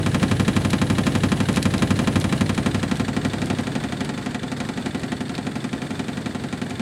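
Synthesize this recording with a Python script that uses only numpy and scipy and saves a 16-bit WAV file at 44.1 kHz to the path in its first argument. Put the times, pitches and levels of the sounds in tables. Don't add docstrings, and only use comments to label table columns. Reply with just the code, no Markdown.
import sys
import numpy as np
from scipy import signal
from scipy.fft import rfft, irfft
from scipy.io import wavfile
from scipy.ndimage import uniform_filter1d

SR = 44100
rng = np.random.default_rng(int(sys.argv[2]) if len(sys.argv) > 2 else 0)


def to_wav(s):
    ch = np.atleast_2d(s).T
    pcm = np.round(np.clip(ch, -1, 1) * 32767)
    wavfile.write(sys.argv[1], SR, pcm.astype(np.int16))


N = 300311
TURNS_PER_S, FIRST_KNOCK_S, MOTOR_OFF_S = 11.939, .0617, 3.67
CONTACT_S, ATTACK_SAMPLES = .0002, 650
CRACK_LAW = (-23, -27.5, 1.52, 3)
THUMP_LAW = (-20.5, -23, 2, 1)
AIR_LAW = (-31.5, -36.5, 0.2, 1.9)


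def knocks(cabinet_db=-3, clatter_db=-3.5, boom_db=-0.12, echo_s=.028, size=14000):
    t, out = np.arange(size) / SR, np.zeros(N)
    tub, cabinet, click = tub_ring(t), cabinet_ring(t), contact_click(t)
    shared_grain = clatter_grain(size)
    for s, crack_db, thump_db in blows():
        metal = amp(cabinet_db) * heard(*cabinet, s) + amp(clatter_db) * clatter(shared_grain, s, t)
        crack = amp(crack_db) * (metal + heard(1, 0.24, s) * click)
        boom = amp(thump_db + boom_db) * heard(*tub, s)
        add(out, s, crack + boom)
        add(out, s + echo_s, amp(heard(-11, -7, s)) * boom)
    return out


def blows(spread_db=0.5):
    s, lean = turns().T
    chance_db = spread_db * rng.standard_normal((len(s), 2))
    crack_db = loudness(CRACK_LAW, s) + heard(0.83, 1.5, s) * lean + chance_db[:, 0]
    thump_db = loudness(THUMP_LAW, s) + 1.2 * lean + chance_db[:, 1]
    return np.column_stack([s, crack_db, thump_db])


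# f/Hz, t60/s, near level/dB, far level/dB
TUB_MODES = [(60.3, 0.6, -14, -21), (100, 0.31, -2.5, -10), (145, 0.39, -33, -10.5), (192.2, .1, 9, 3.5),
             (241, 0.052, 11.5, 10.5), (275.4, 0.23, -0.5, -1), (324.8, 0.18, -4.5, -13),
             (399, 0.097, -4, -5)]
def tub_ring(t):
    hz, t60_s, *levels_db = np.transpose(TUB_MODES)
    opposed = np.pi * (1 + np.arange(len(hz)))
    return [ring(hz, t60_s, db, opposed, 1 / SR, t) for db in levels_db]


# f/Hz, near level/dB, far level/dB
CABINET_MODES = [(505, -2, -2), (565, -5, -9), (635, -1.5, -3.5), (712, -5.5, 1), (780, -4.5, -5),
                 (855, -7.5, -4), (1062, -5.5, -12.5), (1228, -7, -13.5), (1360, -9.8, -7),
                 (1440, -12.4, -9), (1590, -7, -10.8), (1665, -8.4, -13), (1805, -10.4, -13),
                 (1890, -14, -7.3), (1968, -9, -10), (2340, -10, -9.5), (2402, -7.5, -11),
                 (2600, -12.7, -16), (2930, -13, -13), (3240, -10, -15), (3520, -17, -12), (3880, -10, -15)]
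# f/Hz, t60/s
CABINET_DECAY = [(500, 0.089), (1500, 0.092), (4000, 0.061)]
def cabinet_ring(t, rise_cycles=3.8):
    hz, *levels_db = np.transpose(CABINET_MODES)
    t60_s = read(CABINET_DECAY, hz)
    phase = rng.uniform(0, 2 * np.pi, len(hz))
    return [unit(ring(hz, t60_s, db, phase, rise_cycles / hz, t), ATTACK_SAMPLES) for db in levels_db]


# f/Hz, near level/dB, far level/dB
CLATTER_SPECTRUM = [(100, -14, -6), (350, 3, 10.5), (500, 14, 8.5), (694, 11.5, 6.5), (840, 6.5, 7.5),
                    (920, 10, 3), (1220, 4, 1.5), (2000, 5.5, 4), (4020, 1.5, 0), (5520, -6, -8),
                    (6440, -2.5, -5.5), (10100, -9.5, -13.5), (12900, -21.5, -35), (16000, -44, -46)]
def clatter(shared_grain, s, t, snap_db=1, snap_s=0.018):
    fresh = heard(0.23, 0.86, s)
    grain = np.sqrt(1 - fresh ** 2) * shared_grain + fresh * clatter_grain(len(t))
    near, far = (colour(grain, CLATTER_SPECTRUM, column) for column in (1, 2))
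    snap = (1 + amp(snap_db) * np.exp(-t / snap_s)) * (1 - np.exp(-t / CONTACT_S))
    return unit(heard(near, far, s) * snap * (1 - t / t[-1]), ATTACK_SAMPLES)


# f/Hz, t60/s
CLATTER_DECAY = [(200, 0.64), (1000, 0.098), (4000, 0.086), (12000, 0.037)]
def clatter_grain(size):
    spectrum = rfft(dying_noise(CLATTER_DECAY, size))
    power = uniform_filter1d(abs(spectrum) ** 2, size=60)
    return unit(irfft(spectrum / np.sqrt(power + 1e-12), size))


def contact_click(t, level_db=12, peak_s=.00005, top_hz=7200):
    pulse = -amp(level_db) * t / peak_s * np.exp(1 - t / peak_s)
    return signal.sosfilt(signal.butter(4, top_hz, fs=SR, output="sos"), pulse)


RUB_STROKES = [(0.0506, -9, .047, -6.5), (.072, -18, .073, -19)]
# f/Hz, width/Hz, near lift/dB, far lift/dB
RUB_RESONANCES = [(1890, 70, -1, -2), (2680, 110, -2, -12), (2900, 140, 12, 8), (3520, 170, 1, 7),
                  (3950, 83, 6, -5), (4150, 90, 7, -7), (4420, 72, 1, 10)]
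# f/Hz, level/dB
RUB_SPECTRUM = [(100, -30), (400, -31), (1200, -12), (1650, 13.5), (2200, 4.5), (2900, -1), (3250, 1),
                (3550, 6), (4300, 2), (5200, -9.5), (8500, -5.5), (14000, -41)]
def rubs(rise_s=0.0021, fade_s=0.009, spread_db=0.4, size=3000):
    t, hz, out = np.arange(size) / SR, np.fft.rfftfreq(size, 1 / SR), np.zeros(N)
    stroke = (1 - np.exp(-t / rise_s)) * np.exp(-t / fade_s)
    for s, _ in turns():
        lift_db = sum(heard(near_db, far_db, s) / (1 + (2 * (hz - centre_hz) / width_hz) ** 2)
                      for centre_hz, width_hz, near_db, far_db in RUB_RESONANCES)
        for near_s, near_db, far_s, far_db in RUB_STROKES:
            grain = irfft(rfft(rng.standard_normal(size)) * amp(lift_db), size)
            scrape = unit(colour(grain, RUB_SPECTRUM)) * stroke / stroke.max()
            level_db = loudness(CRACK_LAW, s) + heard(near_db, far_db, s) - rng.normal(0, spread_db)
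            add(out, s + heard(near_s, far_s, s), amp(level_db) * scrape)
    return out


# t/s, level/dB, treble/dB
LARGE_DROPS = [(0.558, -28, 0), (0.705, -18.5, -2), (1.0608, -26, 0), (1.5284, -27, 0), (1.56, -17, -2),
               (1.6268, -15, 0), (1.7797, -20.5, -6), (2.2, -22.5, 3), (2.214, -22, -8), (2.5484, -26, 0),
               (2.956, -27, -5), (2.97, -28, 0), (3.458, -27.5, 2), (4.0476, -24, -3), (5.2816, -31, -12),
               (5.351, -22, -10), (6.6972, -30, -1)]
# f/Hz, level/dB
DROP_SPECTRUM = [(1000, -32), (2200, 0), (2900, 0.5), (4200, -0.5), (6500, -3.5), (9000, -2.5), (11000, -6),
                 (12500, -19), (16000, -32)]
def drops(gain_db=-5, spray_db=-44, spread_db=4, decay_s=0.0025, tail_db=-14, tail_s=0.016, size=1800):
    t, out = np.arange(size) / SR, np.zeros(N)
    shape = (np.exp(-t / decay_s) + amp(tail_db) * np.exp(-t / tail_s)) * (1 - np.exp(-t / CONTACT_S))
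    spray = [(rng.uniform(0, N / SR), rng.normal(spray_db, spread_db), 0) for _ in range(130)]
    for s, db, treble_db in spray + list(LARGE_DROPS):
        tick = colour(rng.standard_normal(size), DROP_SPECTRUM)
        tick = colour(tick, [(4500, 0), (6500, treble_db)])
        add(out, s, amp(db + gain_db) * unit(tick) * shape)
    return out


DRUM_HARMONICS = [(11, -11), (13, -11.5), (15, -18.5), (16, -15.5)]
def drum_hum(far_db=-7, lead_s=0.0051):
    t = np.arange(N) / SR
    angle = 2 * np.pi * (drum_turns() + lead_s * TURNS_PER_S)
    hum = sum(amp(db) * np.cos(order * angle) for order, db in DRUM_HARMONICS)
    return np.sqrt(2) * hum * amp(loudness(THUMP_LAW, t) + heard(0, far_db, t))


def motor_hum(hum_hz=99.2, drift_hz=0.21, load_swing=0.59, near_db=-26, far_db=-34.5):
    t = np.arange(N) / SR
    hz = hum_hz + drift_hz * unit(uniform_filter1d(rng.standard_normal(N), size=20000))
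    load = 1 + load_swing * np.sin(2 * np.pi * drum_turns())
    hum = np.sin(2 * np.pi * np.cumsum(hz) / SR)
    return amp(heard(near_db, far_db, t)) * driven(t) * load * hum


# f/Hz, near level/dB, far level/dB
AIR_SPECTRUM = [(20, -3, -9), (44.4, -3, 10), (88, 24, 19.5), (254, 19.5, 23.5), (487, 13.5, 13.5),
                (1020, 3, 5.5), (1610, -2, 5.5), (2920, -1.5, -3.5), (4500, -7, -1.5), (5900, -9.5, -12.5),
                (8650, -9.5, -9.5), (9700, -14, -16.5), (13300, -23, -23), (16000, -26, -30)]
def air_rush(flutter_db=2):
    t, noise = np.arange(N) / SR, rng.standard_normal(N)
    near, far = (colour(noise, AIR_SPECTRUM, column) for column in (1, 2))
    flutter = unit(uniform_filter1d(rng.standard_normal(N), size=700))
    return heard(near, far, t) * amp(loudness(AIR_LAW, t) + flutter_db * flutter)


# t/s, f/Hz
HISS_CENTRE = [(0, 9300), (.5, 10070), (1.3, 10040), (2.2, 9770), (2.7, 8900), (3.1, 7730), (3.6, 8670),
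               (4.3, 7750), (5.3, 8350), (6.8, 8100)]
def air_hiss(gain_db=-19, half_width_hz=750):
    t = np.arange(N) / SR
    noise = [1, 1j] @ rng.standard_normal((2, N))
    band = signal.sosfilt(signal.butter(2, half_width_hz, fs=SR, output="sos"), noise)
    carrier = np.exp(2j * np.pi * np.cumsum(curve(HISS_CENTRE, t)) / SR)
    return amp(loudness(AIR_LAW, t) + gain_db) * unit((band * carrier).real)


# f/Hz, t60/s
ROOM_DECAY = [(100, 0.27), (1000, 0.32), (10000, 0.23)]
def room(x, near_db=-17, far_db=-12, bass_db=-8, rise_s=0.0034, size=16000):
    tail = dying_noise(ROOM_DECAY, size) * np.clip(np.arange(size) / SR / rise_s, 0, 1)
    wet = signal.fftconvolve(x, tail / np.linalg.norm(tail))
    wet = colour(wet, [(250, bass_db), (500, 0)])[:N]
    return x + amp(heard(near_db, far_db, np.arange(N) / SR)) * wet


def turns(sways_per_turn=.308, peak_turn=1.82, early_s=.00045):
    angle = drum_turns()
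    number = np.arange(-1, np.floor(angle[-1]) + 1)
    knock_s = np.interp(number, angle, np.arange(N) / SR, left=FIRST_KNOCK_S - 1 / TURNS_PER_S)
    lean = np.cos(2 * np.pi * sways_per_turn * (number - peak_turn))
    return np.column_stack([knock_s - early_s * lean, lean])


def drum_turns():
    t = np.arange(N) / SR
    return TURNS_PER_S * (t - FIRST_KNOCK_S) - np.cumsum(slowing(t)) / SR


def slowing(s, sag_turns_per_s2=.0101, coast_turns_per_s2=.237):
    return sag_turns_per_s2 * s + coast_turns_per_s2 * np.maximum(s - MOTOR_OFF_S, 0)


def driven(s, release_s=0.021):
    return np.exp(-np.maximum(s - MOTOR_OFF_S, 0) / release_s)


def loudness(law, s):
    near_db, far_db, release_db, slowing_db = law
    return heard(near_db, far_db, s) - release_db * (1 - driven(s)) - slowing_db * slowing(s)


# t/s, position (0 near: over the drum, 1 far: drawn back)
MIC_PATH = [(0, 0.02), (2.3, 0.07), (2.7, 0.35), (3.1, 0.74), (4.2, 1), (6.8, 0.93)]
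def heard(near, far, s):
    back = curve(MIC_PATH, s)
    return (1 - back) * near + back * far


def ring(hz, t60_s, db, phase, rise_s, t):
    t = t[:, None]
    envelope = amp(db - 60 * t / t60_s) * (1 - np.exp(-t / rise_s))
    return (envelope * np.sin(2 * np.pi * hz * t + phase)).sum(1)


def dying_noise(decay, size):
    hz, t, bands = signal.stft(rng.standard_normal(size), SR, nperseg=256)
    fade = amp(-60 * t / read(decay, hz)[:, None])
    return signal.istft(bands * fade, SR, nperseg=256)[1][:size]


def colour(x, spectrum, column=1):
    hz = np.fft.rfftfreq(len(x), 1 / SR)
    return irfft(rfft(x) * amp(read(spectrum, hz, column)), len(x))


def read(rows, hz, column=1):
    table = np.array(rows)
    return np.interp(np.log(hz + 1), np.log(table[:, 0] + 1), table[:, column])


def curve(rows, s):
    return np.interp(s, *np.transpose(rows))


def add(mix, s, sound):
    start = round(s * SR)
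    sound, part = sound[max(-start, 0):], mix[max(start, 0):]
    part[:len(sound)] += sound[:len(part)]


def amp(db):
    return 10 ** (np.asarray(db) / 20)


def unit(x, size=None):
    return x / np.sqrt(np.mean(x[:size] ** 2) + 1e-20)


def scene():
    return (room(knocks() + rubs() + drops()) + air_rush() + air_hiss() + drum_hum() + motor_hum())[None]


def record(dry, low_cut_hz=38, top_hz=16200):
    low_cut = signal.butter(2, low_cut_hz, "highpass", fs=SR, output="sos")
    band_limit = signal.firwin(511, top_hz, window=("kaiser", 9), fs=SR)
    return signal.oaconvolve(signal.sosfilt(low_cut, dry), band_limit[None], "same")


dry = scene()
out = record(dry)
to_wav(out)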